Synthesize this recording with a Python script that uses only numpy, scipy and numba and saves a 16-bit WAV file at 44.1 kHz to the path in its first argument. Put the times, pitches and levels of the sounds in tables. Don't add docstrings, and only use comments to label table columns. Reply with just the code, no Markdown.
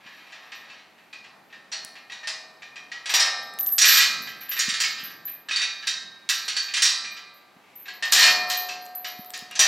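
import sys
import numpy as np
from numba import njit
from scipy import signal
from scipy.io import wavfile
from scipy.ndimage import uniform_filter1d, map_coordinates

SR = 44100
rng = np.random.default_rng(int(sys.argv[2]) if len(sys.argv) > 2 else 0)


def digitize_waveform(pressure):
    field = np.atleast_2d(pressure).T
    bounded = np.clip(field, -1, 1)
    quanta = np.round(bounded * 32767).astype(np.int16)
    wavfile.write(sys.argv[1], SR, quanta)


N = 426447

HELD_S, GRIP_S = (3.5, 7.55), 0.2
FREE_BASS_DB, HELD_BASS_DB, HELD_PAN_DB = 9.5, -5.5, -2.5
FREED_BASS_DB, FREED_TREBLE_DB, OTHER_GATE_S = 7.5, 3.5, 9.5
TREBLE_DB_PER_OCTAVE, TREBLE_DB_PER_DB, EVEN_HZ, EVEN_DB = 10, 0.7365, 3290, -29
TOUCHES_PER_S = 160
LOOSE_FROM_S, FAINT_CLINKS, FAINT_CLINK_DB = 3.05, 12, -48.5
CLINK_T60_S, REBOUND_DB = 0.2, -5
STEP_HZ, STEP_S = 209, 0.0026
TICK_HZ = 6200
WOOD_DB = -56
TOP_HZ = 15950


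def undb(db):
    return 10 ** (np.asarray(db) / 20)


def band(hz, width_hz):
    x = signal.lfilter(*signal.iirpeak(hz, hz / width_hz, fs=SR), rng.standard_normal(N))
    return x / x.std()


def add(out, at_s, sound):
    i = min(int(at_s * SR), N)
    out[i:i + len(sound)] += sound[:N - i]


def walk(per_s):
    count = int(per_s * N / SR) + 2
    return np.interp(np.arange(N), np.linspace(0, N, count), rng.standard_normal(count))


def held(t):
    return np.clip(np.minimum(t - HELD_S[0], HELD_S[1] - t) / GRIP_S, 0, 1)


def bump(hz, centre_hz, width_octaves):
    return np.exp(-(np.log2(hz / centre_hz) / width_octaves) ** 2)


def wood():
    # (frequency [Hz], relative level per Hz [dB])
    air_spectrum = np.array([(18, -58), (30, -27), (197, 9.5), (639, 4), (874, 14.5), (1200, 4), (1360, 0),
                             (2360, 6.5), (8500, -56), (12300, -21.5), (15500, -30.5)])
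    out = 0
    for hz in 50 * 2 ** np.arange(0, 8.3, 0.5):
        db = np.interp(np.log(hz), np.log(air_spectrum[:, 0]), air_spectrum[:, 1])
        db = db + 10 * np.log10(hz)
        db = db + 2.5 * walk(6.6)
        common = band(hz, hz / 3)
        unlike = 0.37 * band(hz, hz / 3) * np.array([[1], [-1]])
        out = out + undb(db) * (common + unlike)
    return out / out.std() * undb(WOOD_DB)


def touches():
    # (time [s], strength [dB], favoured pitch [Hz], how far it stands out [dB])
    knocks = np.array([(0.0629, -41.5, 1730, 12), (0.3222, -37.5, 1920, -2), (0.5195, -35, 1970, 0),
                       (0.6988, -41.5, 2630, 4), (0.981, -49.5, 1830, 11), (1.1287, -38.5, 2480, 15),
                       (1.2414, -42.5, 2280, 9), (1.5022, -51, 2630, 9), (1.5263, -40.5, 1790, 13),
                       (1.7174, -36, 5820, 14), (1.9543, -39.5, 1750, 1), (2.0982, -38, 1907, 16.5),
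                       (2.1191, -35.5, 3830, 9), (2.2325, -37, 1800, 12), (2.2724, -27.5, 5070, 8),
                       (2.6209, -38.5, 2360, 18), (2.7578, -37, 2490, 14), (2.9168, -32.5, 1895, 15),
                       (3.058, -28.5, 3430, 7), (3.0936, -22.5, 2550, 8.5), (3.1392, -17, 3500, 4.5),
                       (3.1975, -21.5, 5210, 10.5), (3.24, -38, 1860, 16.5), (3.7822, -20, 6600, 10),
                       (3.815, -18.5, 5940, 12.5), (4.272, -32.5, 1760, 12), (4.4113, -38, 1570, 5),
                       (4.4865, -38.5, 1610, 9), (4.5145, -28, 1830, 8), (4.5666, -27, 1843, 17),
                       (4.591, -23, 6720, 12), (4.6898, -24, 4100, -3), (4.74, -26.5, 4340, 4),
                       (4.802, -22, 4920, 8.5), (4.836, -22.5, 2200, 11), (4.9807, -32.5, 2130, 6),
                       (5.0446, -36.5, 1777, 0), (5.1008, -42, 1720, 7), (5.2742, -41.5, 1740, 10),
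                       (5.4862, -28, 1723, 12.5), (5.5106, -26, 2520, 18), (5.5603, -27, 4540, 21),
                       (5.617, -23.5, 2480, 12), (5.8261, -35.5, 1710, 9), (5.8704, -22.5, 3770, 9),
                       (6.2899, -19, 3920, 5), (6.4807, -26, 4450, 10), (6.5655, -25, 4510, 16),
                       (6.6858, -34, 2480, 18), (6.7383, -23, 3560, 4), (6.7661, -22.5, 4050, 2),
                       (6.821, -18, 5500, 10.5), (6.8536, -20, 3850, 8), (7.045, -33, 2401, 15),
                       (7.1678, -35.5, 2190, 4), (7.856, -39, 1720, 8), (7.8812, -33.5, 1640, 9),
                       (8.025, -23.5, 1810, 12), (8.1225, -16.5, 4600, 1), (8.19, -17.5, 1880, 8),
                       (8.5, -24, 4082, 9), (8.6872, -30.5, 2620, 9), (9.0453, -29, 1786, 20),
                       (9.3364, -33.5, 5970, 6.5), (9.5102, -37.5, 2820, 10), (9.5537, -31, 6160, 15),
                       (9.5921, -17, 6020, 11)])
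    # (start [s], length [s], middle strength of a touch [dB],
    # favoured pitch [Hz], how far it stands out [dB])
    drags = [(0.0, .8, -53, 1970, 0), (1.722, 0.026, -37, 4290, 14), (3.153, .12, -32.5, 1835, 10.5),
             (3.822, .22, -23.5, 2690, -6), (4.593, .1, -39, 4550, -12), (5.517, .12, -37, 3730, 15.5),
             (6.298, .05, -47, 2490, 9), (6.83, 0.067, -38.5, 4700, 21), (8.132, .15, -21, 1930, 1.5),
             (8.508, .04, -39.5, 4300, 7), (9.601, .07, -28.5, 1800, 16)]
    delay_s = 0.002 + 0.005 * rng.random((len(knocks), 1))
    rebounds = knocks + [1, 0, 0, 0] * delay_s + [0, -2.4, 0, 1]
    rows = [knocks, rebounds]
    for start, length, db, *colour in drags:
        chance = rng.random((int(TOUCHES_PER_S), 2))
        t = np.cumsum(0.3 + 1.4 * chance[:, 0]) / TOUCHES_PER_S
        size_db = db + 14 * (chance[:, 1] - 0.5)
        run = np.column_stack([start + t, size_db, np.tile(colour, (len(t), 1))])
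        rows.append(run[t < length])
    rows = np.vstack(rows)
    return rows[np.argsort(rows[:, 0])]


@njit(fastmath=True)
def ring(at, kick, a1, a2, lean):
    out, y1, y2, k = np.zeros((2, N)), np.zeros(len(a1)), np.zeros(len(a1)), 0
    for i in range(N):
        while k < len(at) and at[k] <= i:
            y2 -= kick[k]
            k += 1
        mid, side = 0., 0.
        for m in range(len(a1)):
            y = a1[m] * y1[m] - a2[m] * y2[m] + 1e-18
            y2[m], y1[m] = y1[m], y
            mid += y
            side += lean[m] * y
        out[0, i], out[1, i] = mid + side, mid - side
    return out


def gate(count=800):
    # (frequency [Hz], relative level [dB], t60 [s])
    tube_modes = [(385.2, -38, 0.39), (560, -32, 0.95), (636.5, -23, 1.4), (728.3, -30.5, 3.2),
                  (801.3, -25, 1.9), (1000, -32, 0.78), (1184, -15.5, 2.1), (1258, -10, 0.83),
                  (1586, -9, 1.47), (1628, 1, 0.27), (1824, -4, 1.19), (2127, -7.5, 0.67), (2430, 0, 0.71),
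                  (2514, -17.5, 1.1), (2650, 2.5, 0.24), (3150, -3, 0.5), (3793, -10.5, 1),
                  (3976, -10.5, 0.87), (4250, -21.5, 0.54), (4360, -8, 0.34), (4340, -17, 0.45),
                  (4580, -3, 0.47), (4760, -24.5, 0.66), (5071, -15, .5), (5200, -27, 0.24),
                  (5521, -10.5, .35), (5756, 1, 0.41), (6020, -9.5, 0.34), (7060, -9, 0.16),
                  (2325, 3, 0.039), (4130, 0, 0.03)]
    # (frequency [Hz], relative level [dB], t60 [s])
    crowd = np.array([(323, -57.5, 4.9), (750, -33, 0.74), (1335, -14.5, 0.94), (1365, -21.5, 0.32),
                      (1670, -9, 0.5), (3300, -8.5, 0.32), (4120, -6.5, 0.52), (5700, -12.5, 0.41),
                      (7480, -13.5, 0.24), (10710, -29.5, 0.2), (13200, -48, 0.29), (16000, -38.5, .15)])
    # (frequency [Hz], level change [dB])
    freed_modes = [(385, 14), (553, 8), (636, -1), (728, 10), (1820, 0.5), (4350, 8)]

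    chance = rng.standard_normal((count, 2))
    hz = np.sort(300 + 15700 * rng.random(count) ** 1.5)
    db, t60 = (np.interp(np.log(hz), np.log(crowd[:, 0]), crowd[:, c]) for c in (1, 2))
    loss = 0.36 * chance[:, 1]
    weak_modes = np.column_stack([hz, db + 0.77 * chance[:, 0] + 4.16 * loss, t60 * np.exp(-loss)])
    hz, db, t60 = np.vstack([tube_modes, weak_modes]).T

    at, strength_db, favoured, focus_db = touches().T[:, :, None]
    freed = (at > HELD_S[1]) & (at < OTHER_GATE_S)
    gripped_bass_db = FREE_BASS_DB + (HELD_BASS_DB - FREE_BASS_DB) * held(at)
    bass_db = np.where(freed, FREED_BASS_DB, gripped_bass_db)
    treble_db = TREBLE_DB_PER_OCTAVE * np.log2(favoured / EVEN_HZ)
    treble_db = treble_db + TREBLE_DB_PER_DB * (strength_db - EVEN_DB) + FREED_TREBLE_DB * freed
    octave = np.log2(hz / 2500)
    colour_db = bass_db * np.clip((-octave - 0.9) / 0.74, 0, 1)
    colour_db = colour_db + treble_db * np.clip(octave / 2.42, 0, 1)
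    colour_db = colour_db + focus_db * bump(hz, favoured, 0.036)
    colour_db = colour_db + freed * sum(more_db * bump(hz, f, 0.0084) for f, more_db in freed_modes)

    spot = rng.standard_normal((len(at), len(hz)))
    strong = spot[:, :len(tube_modes)]
    spot[:, :len(tube_modes)] = np.sign(strong) * (0.75 + 0.64 * np.abs(strong))
    size = spot * undb(strength_db + db + colour_db) / np.sqrt(np.sum(undb(2 * db)))
    turn = 2 * np.pi * hz / SR
    r = np.exp(-np.log(1000) / (t60 * SR))
    lean = 0.024 * rng.standard_normal(len(hz))
    starts = (at[:, 0] * SR).astype(np.int64)
    rung = ring(starts, size * np.sin(turn), 2 * r * np.cos(turn), r * r, lean)
    place = np.arange(N) + 2.5 * uniform_filter1d(walk(22), size=900)
    rung = np.array([map_coordinates(side, [place], order=3, mode="nearest") for side in rung])
    return signal.sosfilt(signal.butter(4, 330, "high", fs=SR, output="sos"), rung)


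def boots():
    # (time [s], level [dB])
    steps = [(0.057, -50), (1.845, -47.5), (4.205, -38), (4.681, -30), (4.722, -45), (5.029, -41.5),
             (5.079, -44), (7.565, -47.5), (8.158, -47), (9.191, -34), (9.422, -42.5)]
    # (middle [s], half length [s], level [dB])
    shuffles = [(0.0, 0.43, -67), (3.447, 0.25, -61), (4.19, 0.22, -53), (5.087, 0.59, -60),
                (8.353, 0.15, -50.5), (9.5, 0.28, -63)]
    out, t = np.zeros(N), np.arange(int(0.06 * SR)) / SR
    thud = np.sin(2 * np.pi * STEP_HZ * t) * (t / STEP_S) * np.exp(1 - t / STEP_S)
    for at, level_db in steps:
        add(out, at, undb(level_db) * thud)
    t = np.arange(N) / SR
    swell = sum(undb(db) * np.exp(-((t - at) / half) ** 2) for at, half, db in shuffles)
    return out + swell * band(220, 150)


def links():
    # (time [s], level [dB])
    clinks = [(0.5467, -53), (3.0982, -36), (3.1386, -28), (3.4246, -48), (3.592, -16.5), (3.6658, -16),
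              (3.72, -15), (3.8516, -20), (3.8806, -10), (3.9414, -22), (3.9714, -18), (4.2228, -37.5),
              (4.2862, -41), (4.408, -33.5), (4.4916, -20), (4.8045, -37), (5.0366, -29.5), (5.11, -43),
              (5.252, -25), (5.3163, -33.5), (6.292, -31), (6.4467, -45), (6.8214, -36), (7.1137, -48),
              (7.339, -48.5), (7.755, -35), (7.8231, -39.5), (8.0506, -42), (8.118, -21), (8.1878, -23),
              (8.2357, -30), (8.2975, -33), (8.4902, -28), (8.57, -22), (8.8146, -40), (8.9506, -26),
              (8.997, -46), (9.0693, -33), (9.183, -40), (9.2589, -38), (9.5981, -30)]
    # (frequency [Hz], relative level [dB])
    link_modes = [(11290, -5.5), (11750, -15.5), (11975, 5.5), (12050, 9), (12115, -3.5), (12215, -8.5),
                  (12365, 6.5), (12490, -6), (12940, -27), (13085, -4.5)]
    out, t = np.zeros((2, N)), np.arange(int(0.45 * SR)) / SR
    hz, db = np.tile(np.transpose(link_modes), 2)[:, :, None]
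    fade = 1000 ** (-t / CLINK_T60_S) * (1 - np.exp(-t / 0.0033))
    faint = rng.random((FAINT_CLINKS, 2)) * [N / SR - LOOSE_FROM_S, 8.0]
    faint = faint + [LOOSE_FROM_S, FAINT_CLINK_DB]
    for at, level_db in np.vstack([clinks, faint]):
        delays_s = np.cumsum(0.021 * rng.exponential(size=4) * [0, 1, 1, 1])
        for late, weaker_db in zip(delays_s, REBOUND_DB * np.arange(4)):
            level_chance, pitch_chance, side_chance = rng.standard_normal((3, len(hz), 1))
            size = undb(db + 5 * level_chance)
            tones = size * np.sin(2 * np.pi * hz * (1 + 0.006 * pitch_chance) * t)
            tones = tones / np.sqrt(np.sum(size ** 2))
            tick = np.diff(rng.standard_normal(len(t) + 1)) * np.exp(-t / 0.0023)
            for ear, sign in zip(out, (1, -1)):
                jingle = np.sum(tones * (1 + sign * 0.031 * side_chance), axis=0) * fade
                add(ear, at + late, undb(level_db + weaker_db) * (jingle + undb(-18.5) * tick))
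    shiver_db = 5 * walk(6)
    return out + undb(-78.5 + shiver_db) * band(12150, 500)


def ticks():
    # (time [s], peak level [dB])
    snaps = [(1.8486, -18.5), (1.987, -47), (3.5385, -31), (3.5886, -18.5), (3.61, -19), (3.664, -17),
             (3.691, -22), (3.7034, -33), (4.2215, -25), (8.8564, -34), (8.8644, -31), (8.9506, -31.5),
             (9.189, -36), (9.2472, -30), (9.305, -22), (9.3773, -23), (9.3914, -24), (9.513, -24)]
    out, t = np.zeros(N), np.arange(int(0.01 * SR)) / SR
    for at, peak_db in snaps:
        burst = rng.standard_normal(len(t)) * np.exp(-t / 0.00037)
        burst = signal.lfilter(*signal.iirpeak(TICK_HZ, 0.7, fs=SR), burst)
        add(out, at, undb(peak_db) * burst / np.abs(burst).max())
    return out


def scatter(x):
    t = np.arange(int(0.25 * SR)) / SR
    mid, side = rng.standard_normal((2, len(t))) * undb(-41.5) * np.exp(-t / 0.062)
    tail = mid + 0.033 * side * np.array([[1], [-1]])
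    return x + signal.oaconvolve(x, tail, axes=1)[:, :N]


def scene():
    near = scatter(gate() + links() + ticks())
    pan_db = HELD_PAN_DB * held(np.arange(N) / SR)
    upper_middle = signal.sosfilt(signal.butter(1, [2500, 7000], "band", fs=SR, output="sos"), near)
    panned = near + upper_middle * (undb(np.array([pan_db, -pan_db]) / 2) - 1)
    return panned + boots() + wood()


def record(dry):
    rounded = np.tanh(0.5 * dry) / 0.5
    thin = signal.sosfilt(signal.butter(2, 85, "high", fs=SR, output="sos"), rounded)
    return signal.sosfilt(signal.ellip(10, 0.2, 70, TOP_HZ, fs=SR, output="sos"), thin)


dry = scene()
out = record(dry)
digitize_waveform(out)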